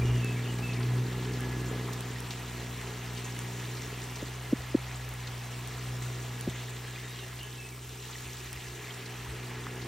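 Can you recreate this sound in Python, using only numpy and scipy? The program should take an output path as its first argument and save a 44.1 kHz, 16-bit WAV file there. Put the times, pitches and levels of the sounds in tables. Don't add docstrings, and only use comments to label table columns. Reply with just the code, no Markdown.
import sys
import numpy as np
from scipy import signal
from scipy.fft import rfft, irfft, next_fast_len
from scipy.io import wavfile
from scipy.ndimage import uniform_filter1d, map_coordinates

SR = 44100
rng = np.random.default_rng(int(sys.argv[2]) if len(sys.argv) > 2 else 0)


def wrap_up_sound(samples):
    columns = np.atleast_2d(samples).T
    tamed = np.clip(columns, -1, 1)
    steps = np.round(tamed * 32767).astype(np.int16)
    wavfile.write(sys.argv[1], SR, steps)


N = 435266

# t/s, firing rate/Hz
FIRING_RATE = [(0.05, 60.75), (0.77, 60.66), (1.01, 61.78), (1.43, 62.0), (2.33, 60.83), (3.59, 60.69),
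               (3.89, 61.94), (4.07, 61.2), (4.31, 61.97), (4.79, 61.99), (5.15, 61.49), (5.45, 60.75),
               (5.69, 61.86), (6.11, 61.69), (6.41, 60.78), (7.07, 61.8), (7.25, 61.11), (7.43, 61.69),
               (8.81, 61.81), (9.05, 60.65), (9.29, 61.38), (9.77, 61.57)]
# t/s, level/dB
DRONE_LEVEL = [(0, -28), (.16, -26), (.26, -32.5), (.68, -35), (.9, -28), (1.0, -28), (1.08, -36),
               (1.65, -35.5), (2.45, -43.5), (3.3, -40), (3.77, -40), (3.92, -43), (4.7, -42), (5.4, -40.5),
               (5.75, -41.5), (5.88, -37), (6.08, -36), (6.16, -39), (7.67, -46.5), (9.05, -46),
               (9.3, -43.5), (9.87, -42.5)]
# t/s, level/dB
THROB_LEVEL = [(0, -52), (.13, -39), (.22, -48), (.42, -52), (.55, -49), (1.2, -47), (1.7, -45), (1.9, -51),
               (2.2, -50), (2.85, -49), (3.55, -55), (4.2, -50), (5.25, -49), (5.4, -54), (6.1, -51),
               (6.75, -55), (7.6, -56), (8.3, -55), (8.6, -52), (9.03, -64), (9.29, -49), (9.45, -56),
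               (9.87, -52)]
# t/s, exhaust bark/dB, machinery/dB
ENGINE_LOAD = [(0, -45.5, -47.5), (.45, -46.5, -49), (1.85, -48, -47.5), (2.15, -53.5, -49.5),
               (3.8, -54, -50.5), (4.9, -61, -51.5), (6.3, -56, -50.5), (6.85, -60, -53.5), (7.8, -63, -57),
               (8.65, -62.5, -55), (9.2, -57.5, -52.5), (9.87, -55, -50.5)]
# multiple of the three-firing cycle's rate, level against the bark/dB
OVERTONES = [(4, -29), (7, -12), (8, -14), (9, -1.5), (12, 0), (14, -10.5), (18, -8.5), (19, -9.5),
             (21, -6)]
# f/Hz, level/dB
SILENCER_SPECTRUM = [(60, -29), (140, 0), (200, -3), (280, 0), (380, -0.5), (440, -4), (500, -8),
                     (620, -17.5), (1200, -19.5), (3000, -78)]
# t/s, level/dB
RATTLE_LEVEL = [(0, -41), (.4, -62), (1.1, -46.5), (1.85, -48), (2.25, -63), (3.7, -51.5), (4.9, -63),
                (6.3, -53), (6.8, -60), (8.68, -56), (8.83, -50.5), (9.05, -54), (9.55, -51.5), (9.87, -47)]
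# f/Hz, level/dB, time to fade by 60 dB/s
PANEL_TONES = [(332, -4, 0.062), (376.7, 0.5, 0.055), (427, -1.5, 0.066)]
# f/Hz, level/dB
MACHINE_SPECTRUM = [(20, -17), (45, 0.5), (72, 8.5), (98, 5.5), (200, -7), (430, 5.5), (600, -2),
                    (750, 2.5), (1000, 0), (1400, -1), (2000, -11.5), (4000, -19), (16000, -57)]
# t/s, slow gears/dB, fast gears/dB
WHINE_LEVEL = [(0, -59, -49.5), (.65, -59.5, -50), (1.0, -61.5, -46), (1.7, -62.5, -45.5), (2.05, -62, -51),
               (4, -63, -50.5), (4.9, -64, -53), (6.1, -63, -52.5), (6.5, -63, -50), (7.1, -68, -51.5),
               (7.8, -71, -55), (8.8, -70, -51), (9.87, -68, -50)]
# multiple of the firing rate, level/dB
SLOW_GEAR_TONES = [(10.88, -0.8), (16.3, -2.5), (21.76, -0.5)]
# multiple of the firing rate, level/dB
FAST_GEAR_TONES = [(27.31, -9), (33.05, -15), (44, -17)]
# t/s, level/dB
CHURN_LEVEL = [(0, -47.5), (3, -49), (7.25, -50), (7.8, -58), (8.2, -53.5), (8.8, -48.5), (9.87, -47.5)]
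# f/Hz, level/dB
WASH_SPECTRUM = [(300, -50), (1000, -0.5), (1500, -5), (1800, 3), (2030, 2.5), (2250, 0.8), (2700, -1),
                 (4000, -7.5), (7000, -9), (16000, -67)]
# t/s, level/dB
RAIN_LEVEL = [(0, -51.5), (2.9, -49.5), (3.7, -48), (4.7, -52), (6.1, -49.5), (7.4, -51), (7.78, -53),
              (8.15, -48), (9.87, -54.5)]
# f/Hz, level/dB
RAIN_SPECTRUM = [(200, -31), (900, -4.5), (2000, -1), (2900, 4.5), (4000, 2), (4800, -4), (5050, -1.5),
                 (5500, -1.5), (6200, -1.5), (7600, 0.5), (10300, -5), (12000, -5), (13800, -11),
                 (15800, -14)]
# f/Hz, level/dB
DRIZZLE_SPECTRUM = [(4000, -35), (7000, -11.5), (8000, 3.5), (9000, 5.5), (10200, -17.5), (11000, -0.5),
                    (12000, 2), (13000, -8.5), (13800, -7), (15800, -12)]
# t/s, half length/s, level/dB
HAND_SHIFTS = [(0.048, .07, -38), (4.6, .06, -52), (5.2, 0.1, -54), (5.98, .1, -53), (7.35, .06, -54),
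               (7.88, .04, -53), (8.25, .03, -49), (8.553, 0.098, -49), (9.3, .05, -46)]
# f/Hz, level/dB
RUMBLE_SPECTRUM = [(20, -24), (42, -5), (70, 6), (100, -10), (200, -20), (600, -70)]
# t/s within it, length/s, first f/Hz, last f/Hz, level/dB, rasp/share of f
PHRASE_NOTES = [(.015, .095, 2780, 2930, -4.5, .036), (.194, .066, 2660, 2605, 0, .007),
                (.252, .06, 2590, 2560, 1, .014), (.332, .045, 2280, 2170, -1, .022)]
# t/s, level/dB
PHRASE_STARTS = [(.025, -42), (.427, -42), (7.38, -48.5)]
# t/s, length/s, first f/Hz, last f/Hz, level/dB, rasp/share of f
SINGLE_NOTES = [(.008, .04, 2520, 2300, -38.5, .035), (.13, .1, 2850, 2760, -49.5, .03),
                (7.035, .12, 3725, 3765, -55.5, .006), (7.2, .07, 2830, 2730, -51.5, .009),
                (7.395, .035, 2780, 2860, -47, .01), (7.42, .06, 3040, 3010, -49.5, .006)]
# f/Hz, time to fade by 60 dB/s
TREE_ECHO = [(200, 0.49), (2500, 0.62), (10000, 0.2)]
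# t/s, level/dB, f/Hz, fade time/cycles
NEAR_DROPS = [(0.246, -24, 9550, 3), (1.407, -26, 9450, 3), (2.008, -26, 9800, 3), (2.205, -26, 9400, 3),
              (3.3912, -24, 9300, 3), (5.0914, -29, 11100, 3), (5.139, -29, 9700, 3),
              (5.675, -28, 10000, 3), (6.411, -24, 9700, 3.6), (6.961, -42.5, 2460, 14),
              (7.242, -50, 1880, 8.6), (7.432, -29, 9350, 3), (8.155, -41, 1900, 8), (8.53, -25, 9500, 3),
              (8.908, -38.5, 3200, 9), (9.668, -32, 1250, 1.8), (9.669, -37, 1850, 2.8)]
# t/s, level/dB, f/Hz, width/octaves, time to fade by 60 dB/s
MUD_SLAPS = [(0.52, -38, 7500, 0.12, .3), (0.585, -30, 5500, .7, .06), (0.733, -30, 3900, .45, .07),
             (0.805, -28, 1400, 0.79, .1), (0.829, -27, 3900, .35, .05), (1.228, -29, 3500, .3, .05),
             (1.335, -32, 5000, .5, .08), (1.886, -28, 1050, .45, .09), (1.932, -25.5, 5200, 1, .06),
             (2.307, -26, 3600, 0.99, 0.12), (3.174, -29, 3700, 0.72, 0.1), (3.245, -31, 7300, .3, 0.19),
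             (3.365, -26.5, 2400, .5, .06), (3.77, -31, 4220, .5, .08), (4.03, -35, 7700, .15, .12),
             (4.158, -27, 5600, 0.77, 0.064), (4.957, -31, 7500, .18, .07), (5.273, -28, 4000, 0.63, .07),
             (6.021, -33, 7300, 0.35, 0.25), (6.498, -26, 7660, .15, 0.048), (6.499, -26, 3400, .2, .03),
             (6.693, -35, 7400, 0.23, .12), (7.189, -30.5, 3100, .45, .07), (7.328, -36, 1150, .5, .06),
             (7.39, -34, 3300, .4, .12), (8.099, -34, 1100, .5, .09), (8.128, -31, 3500, 0.32, .09),
             (8.754, -32, 7800, .25, .04), (8.95, -40, 1870, 0.091, .25), (9.059, -30.5, 4500, 0.58, .08),
             (9.262, -32, 1150, .3, .05), (9.43, -36, 2600, .6, 0.11), (9.818, -33, 4200, 0.64, 0.1)]
# t/s, level/dB, f/Hz, swell/s, ring level/dB, ring f/Hz, snap level/dB
CAMERA_KNOCKS = [(4.229, -26.5, 300, 0.0017, -11, 570, -18), (4.534, -13, 264, 0.0046, -16, 497, -17),
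                 (4.7523, -11.5, 293, 0.00403, -16.5, 482, -16.5), (6.479, -20, 222, 0.0028, -11, 400, -12),
                 (6.4842, -28, 360, 0.0045, -16, 600, -30), (6.491, -29, 120, .003, -18, 340, -30)]
# f/Hz, likeness (1 = the same)
STEREO_LIKENESS = [(150, 1), (350, .965), (600, .76), (1150, .78), (1700, .98), (4000, .96), (4650, .74),
                   (4950, .35), (5250, .98), (7000, .84), (8700, .93), (9600, 1), (10600, 1), (11600, .85),
                   (13300, .64), (14500, .99)]
# f/Hz, phase/radians
LEFT_LEAD = [(5500, 0), (7000, 1.4), (8400, 2.4), (9200, 2.98), (10900, 3.3), (11700, 3.8), (13000, 4.9),
             (14200, 6.2)]

CYLINDERS = 3


def amp(db):
    return 10 ** (np.asarray(db) / 20)


def unit(x):
    return x / np.sqrt(np.mean(x ** 2) + 1e-20)


def along(points, hz):
    f, v = np.transpose(points)
    return np.interp(np.log(hz + 1), np.log(f + 1), v)


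def curves(rows):
    times, *columns = np.transpose(rows)
    return [np.interp(np.arange(N) / SR, times, column) for column in columns]


def wobble(rate):
    return map_coordinates(rng.standard_normal(int(N * rate / SR) + 4), [np.arange(N) * rate / SR])


def filtered(x, response):
    size = next_fast_len(N + SR // 2)
    return irfft(rfft(x, size) * response(np.fft.rfftfreq(size, 1 / SR)), size)[..., :N]


def coloured(x, spectrum):
    return unit(filtered(x, lambda hz: amp(along(spectrum, hz))))


def add(track, start, sound):
    part = track[..., max(0, round(start * SR)):][..., :sound.shape[-1]]
    part += sound[..., :part.shape[-1]]


def spread(pair):
    turn = lambda hz: np.arccos(np.clip(along(STEREO_LIKENESS, hz), -1, 1)) / 2
    mid, side = filtered(pair, lambda hz: np.array([np.cos(turn(hz)), np.sin(turn(hz))]))
    return np.array([mid + side, mid - side])


def patchy(depth_db):
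    spectra = signal.stft(rng.standard_normal((2, N)), nperseg=512)[2]
    patches = uniform_filter1d(rng.standard_normal(spectra.shape[1:]), size=12, axis=0)
    patches = unit(uniform_filter1d(patches, size=7, axis=1))
    return unit(signal.istft(spectra * amp(depth_db * patches), nperseg=512)[1][:, :N])


def patter(count, low_hz, high_hz, cycles, scatter_db, size=192):
    when, pitch, luck = rng.random((count, 3)).T[:, :, None]
    hz = low_hz * (high_hz / low_hz) ** pitch
    n = np.arange(size)
    turns = hz * n / SR
    strength = amp(-scatter_db * np.log(luck + 0.012)) * np.sqrt(hz)
    grains = strength * np.sin(2 * np.pi * turns) * np.exp(-turns / cycles)
    places = (when * 2 * N).astype(int) + n
    stream = np.bincount(places.ravel(), grains.ravel(), 2 * N)
    return unit(stream[:2 * N].reshape(2, N))


def kicks(firings, level_db, jitter_s):
    late = (jitter_s * SR * rng.standard_normal(len(firings))).astype(int)
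    return np.bincount(np.clip(firings + late, 0, N - 1), amp(level_db), N)


def exhaust(fired, firings, bark_db, weak_db=-4, roughness=1.23, lag_radians=0.26):
    angle = 2 * np.pi * fired
    drone = amp(curves(DRONE_LEVEL)[0] + 0.56 * wobble(18)) * np.cos(2 * angle)
    throb = amp(curves(THROB_LEVEL)[0] + 0.6 * wobble(9)) * np.cos(angle)
    cycle = (angle - lag_radians) / CYLINDERS
    overtones = sum(amp(bark_db + db + 1.43 * wobble(7)) * np.cos(k * cycle) for k, db in OVERTONES)
    weak = np.arange(len(firings)) % CYLINDERS == 0
    puffs = unit(kicks(firings, weak_db * weak, jitter_s=0.00045)) * np.array([[1], [0]])
    gas = unit(np.abs(np.cos(angle)) ** 2.2 * rng.standard_normal((2, N)))
    bark = spread(coloured(puffs + roughness * gas, SILENCER_SPECTRUM))
    return np.sqrt(2) * (drone + throb + overtones) + amp(bark_db + 0.5) * bark


def rattle(firings, uneven_db=5, attack_s=0.002):
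    out, t = np.zeros(N), np.arange(SR // 8) / SR
    for hz, db, fade_s in PANEL_TONES:
        jolt_db = uneven_db * np.tanh(rng.standard_normal(len(firings)))
        jolts = kicks(firings, jolt_db, jitter_s=0.001384)
        envelope = amp(db - 60 * t / fade_s) * (1 - np.exp(-t / attack_s))
        out += signal.fftconvolve(jolts, envelope * np.sin(2 * np.pi * hz * t))[:N]
    return amp(curves(RATTLE_LEVEL)[0]) * unit(out)


def machinery(machine_db, clatter=0.2):
    ticks = patter(count=9000, low_hz=590, high_hz=2620, cycles=1.7, scatter_db=1.5)
    noise = coloured(patchy(depth_db=1.6) + clatter * ticks, MACHINE_SPECTRUM)
    return amp(machine_db + 1.5 + 0.17 * wobble(13)) * spread(noise)


def gears(fired, waver_db=2, flutter_db=2):
    out = np.zeros(N)
    for whine_db, tones in zip(curves(WHINE_LEVEL), (SLOW_GEAR_TONES, FAST_GEAR_TONES)):
        for multiple, db in tones:
            gain = amp(whine_db + db + waver_db * wobble(3.6) + flutter_db * wobble(20))
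            slack = 0.62 * wobble(20)
            out += gain * np.sin(2 * np.pi * multiple * fired + slack)
    return out


def wash(bubbles=0.28):
    fizz = patter(count=12000, low_hz=1480, high_hz=4800, cycles=3.0, scatter_db=3)
    water = spread(coloured(patchy(depth_db=1.55) + bubbles * fizz, WASH_SPECTRUM))
    return amp(curves(CHURN_LEVEL)[0] - 0.5 + 0.65 * wobble(25)) * water


def plops(against_churn_db=-12.5):
    bubbles = patter(count=1100, low_hz=950, high_hz=5000, cycles=8, scatter_db=2.7, size=1500)
    return amp(curves(CHURN_LEVEL)[0] + against_churn_db) * spread(bubbles)


def rain(prickle=0.41, flurry_db=0.1, flutter_db=0.67):
    near = patter(count=16000, low_hz=4160, high_hz=15400, cycles=3.4, scatter_db=4.5)
    hiss = spread(coloured(patchy(depth_db=2.0) + prickle * near, RAIN_SPECTRUM))
    return amp(curves(RAIN_LEVEL)[0] + 2.0 + flurry_db * wobble(7.2) + flutter_db * wobble(36)) * hiss


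def drizzle(level_db=-54.5, flutter_db=1.0, prickle=0.45):
    specks = patter(count=9000, low_hz=7500, high_hz=13000, cycles=3.5, scatter_db=3)
    sizzle = spread(coloured(patchy(depth_db=1.9) + prickle * specks, DRIZZLE_SPECTRUM))
    return amp(level_db + flutter_db * wobble(20)) * sizzle


def handling():
    t = np.arange(N) / SR
    force = sum(amp(db) * np.exp(-.5 * ((t - when) / half) ** 2) for when, half, db in HAND_SHIFTS)
    return force * coloured(rng.standard_normal(N), RUMBLE_SPECTRUM)


def bird_note(length, first_hz, last_hz, rasp, attack_s=0.012, release_s=0.026):
    t = np.arange(int(length * SR)) / SR
    hz = np.linspace(first_hz, last_hz, len(t)) * (1 + rasp * wobble(213.6)[:len(t)])
    envelope = np.clip(np.minimum(t / attack_s, (length - t) / release_s), 0, 1)
    return envelope * np.sin(2 * np.pi * np.cumsum(hz) / SR)


def bird(echo_db=-7.5):
    out = np.zeros(N)
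    sung = [(start + offset, length, first_hz, last_hz, phrase_db + db, rasp)
            for start, phrase_db in PHRASE_STARTS
            for offset, length, first_hz, last_hz, db, rasp in PHRASE_NOTES]
    for start, length, first_hz, last_hz, db, rasp in sung + SINGLE_NOTES:
        add(out, start, amp(db) * bird_note(length, first_hz, last_hz, rasp))
    hz, t, spectra = signal.stft(rng.standard_normal(SR // 2), SR, nperseg=256)
    fade = amp(-60 * t / along(TREE_ECHO, hz)[:, None])
    tail = signal.istft(spectra * fade, SR, nperseg=256)[1]
    return out + amp(echo_db) * signal.fftconvolve(out, tail / np.linalg.norm(tail))[:N]


def drips(crack=0.12, crack_fade_s=0.0054):
    out, t = np.zeros(N), np.arange(SR // 40) / SR
    for start, db, hz, cycles in NEAR_DROPS:
        ring = np.sin(2 * np.pi * hz * t) * np.exp(-hz * t / cycles)
        splat = uniform_filter1d(rng.standard_normal(len(t)), size=2) * amp(-60 * t / crack_fade_s)
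        add(out, start, amp(db + 5) * (ring + crack * splat))
    return out


def sloshes(rise_s=0.0016):
    out, t = np.zeros((2, N)), np.arange(SR // 4) / SR
    hz = np.fft.rfftfreq(len(t), 1 / SR) + 1
    for start, db, centre_hz, octaves, fade_s in MUD_SLAPS:
        band = np.exp(-.5 * (np.log2(hz / centre_hz) / octaves) ** 2)
        spray = unit(irfft(rfft(rng.standard_normal((2, len(t)))) * band, len(t)))
        envelope = amp(db - 10.5 - 60 * t / fade_s) * (1 - np.exp(-t / rise_s))
        add(out, start - .002, spray * envelope)
    return spread(out)


def knocks(sink_s=0.036, release_s=0.0036, ring_s=0.0039, snap_hz=560, snap_s=0.0021):
    out, t = np.zeros(N), np.arange(-SR // 50, SR // 50) / SR
    for when, db, hz, swell_s, ring_db, ring_hz, snap_db in CAMERA_KNOCKS:
        angle = 2 * np.pi * hz * sink_s * (1 - np.exp(-t / sink_s))
        thud = -np.exp(-(t / np.where(t < 0, swell_s, release_s)) ** 2) * np.cos(angle)
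        ring = np.exp(-(t / ring_s) ** 2) * np.sin(2 * np.pi * ring_hz * t)
        snap_t = t + 1.49 * swell_s
        snap = -np.exp(-(snap_t / snap_s) ** 2) * np.cos(2 * np.pi * snap_hz * snap_t)
        add(out, when + t[0], amp(db) * (thud + amp(ring_db) * ring + amp(snap_db) * snap))
    return out


def scene():
    fired = np.cumsum(curves(FIRING_RATE)[0]) / SR
    firings = np.flatnonzero(np.diff(np.floor(fired)))
    bark_db, machine_db = curves(ENGINE_LOAD)
    transplanter = exhaust(fired, firings, bark_db) + rattle(firings) + machinery(machine_db)
    steady = transplanter + gears(fired) + wash() + plops() + rain() + drizzle()
    return steady + handling() + bird() + drips() + sloshes() + knocks()


def record(dry, top_hz=15850):
    shift = lambda hz: np.exp(np.array([[.5j], [-.5j]]) * along(LEFT_LEAD, hz))
    return filtered(dry, lambda hz: shift(hz) * (hz < top_hz))


dry = scene()
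out = record(dry)
wrap_up_sound(out)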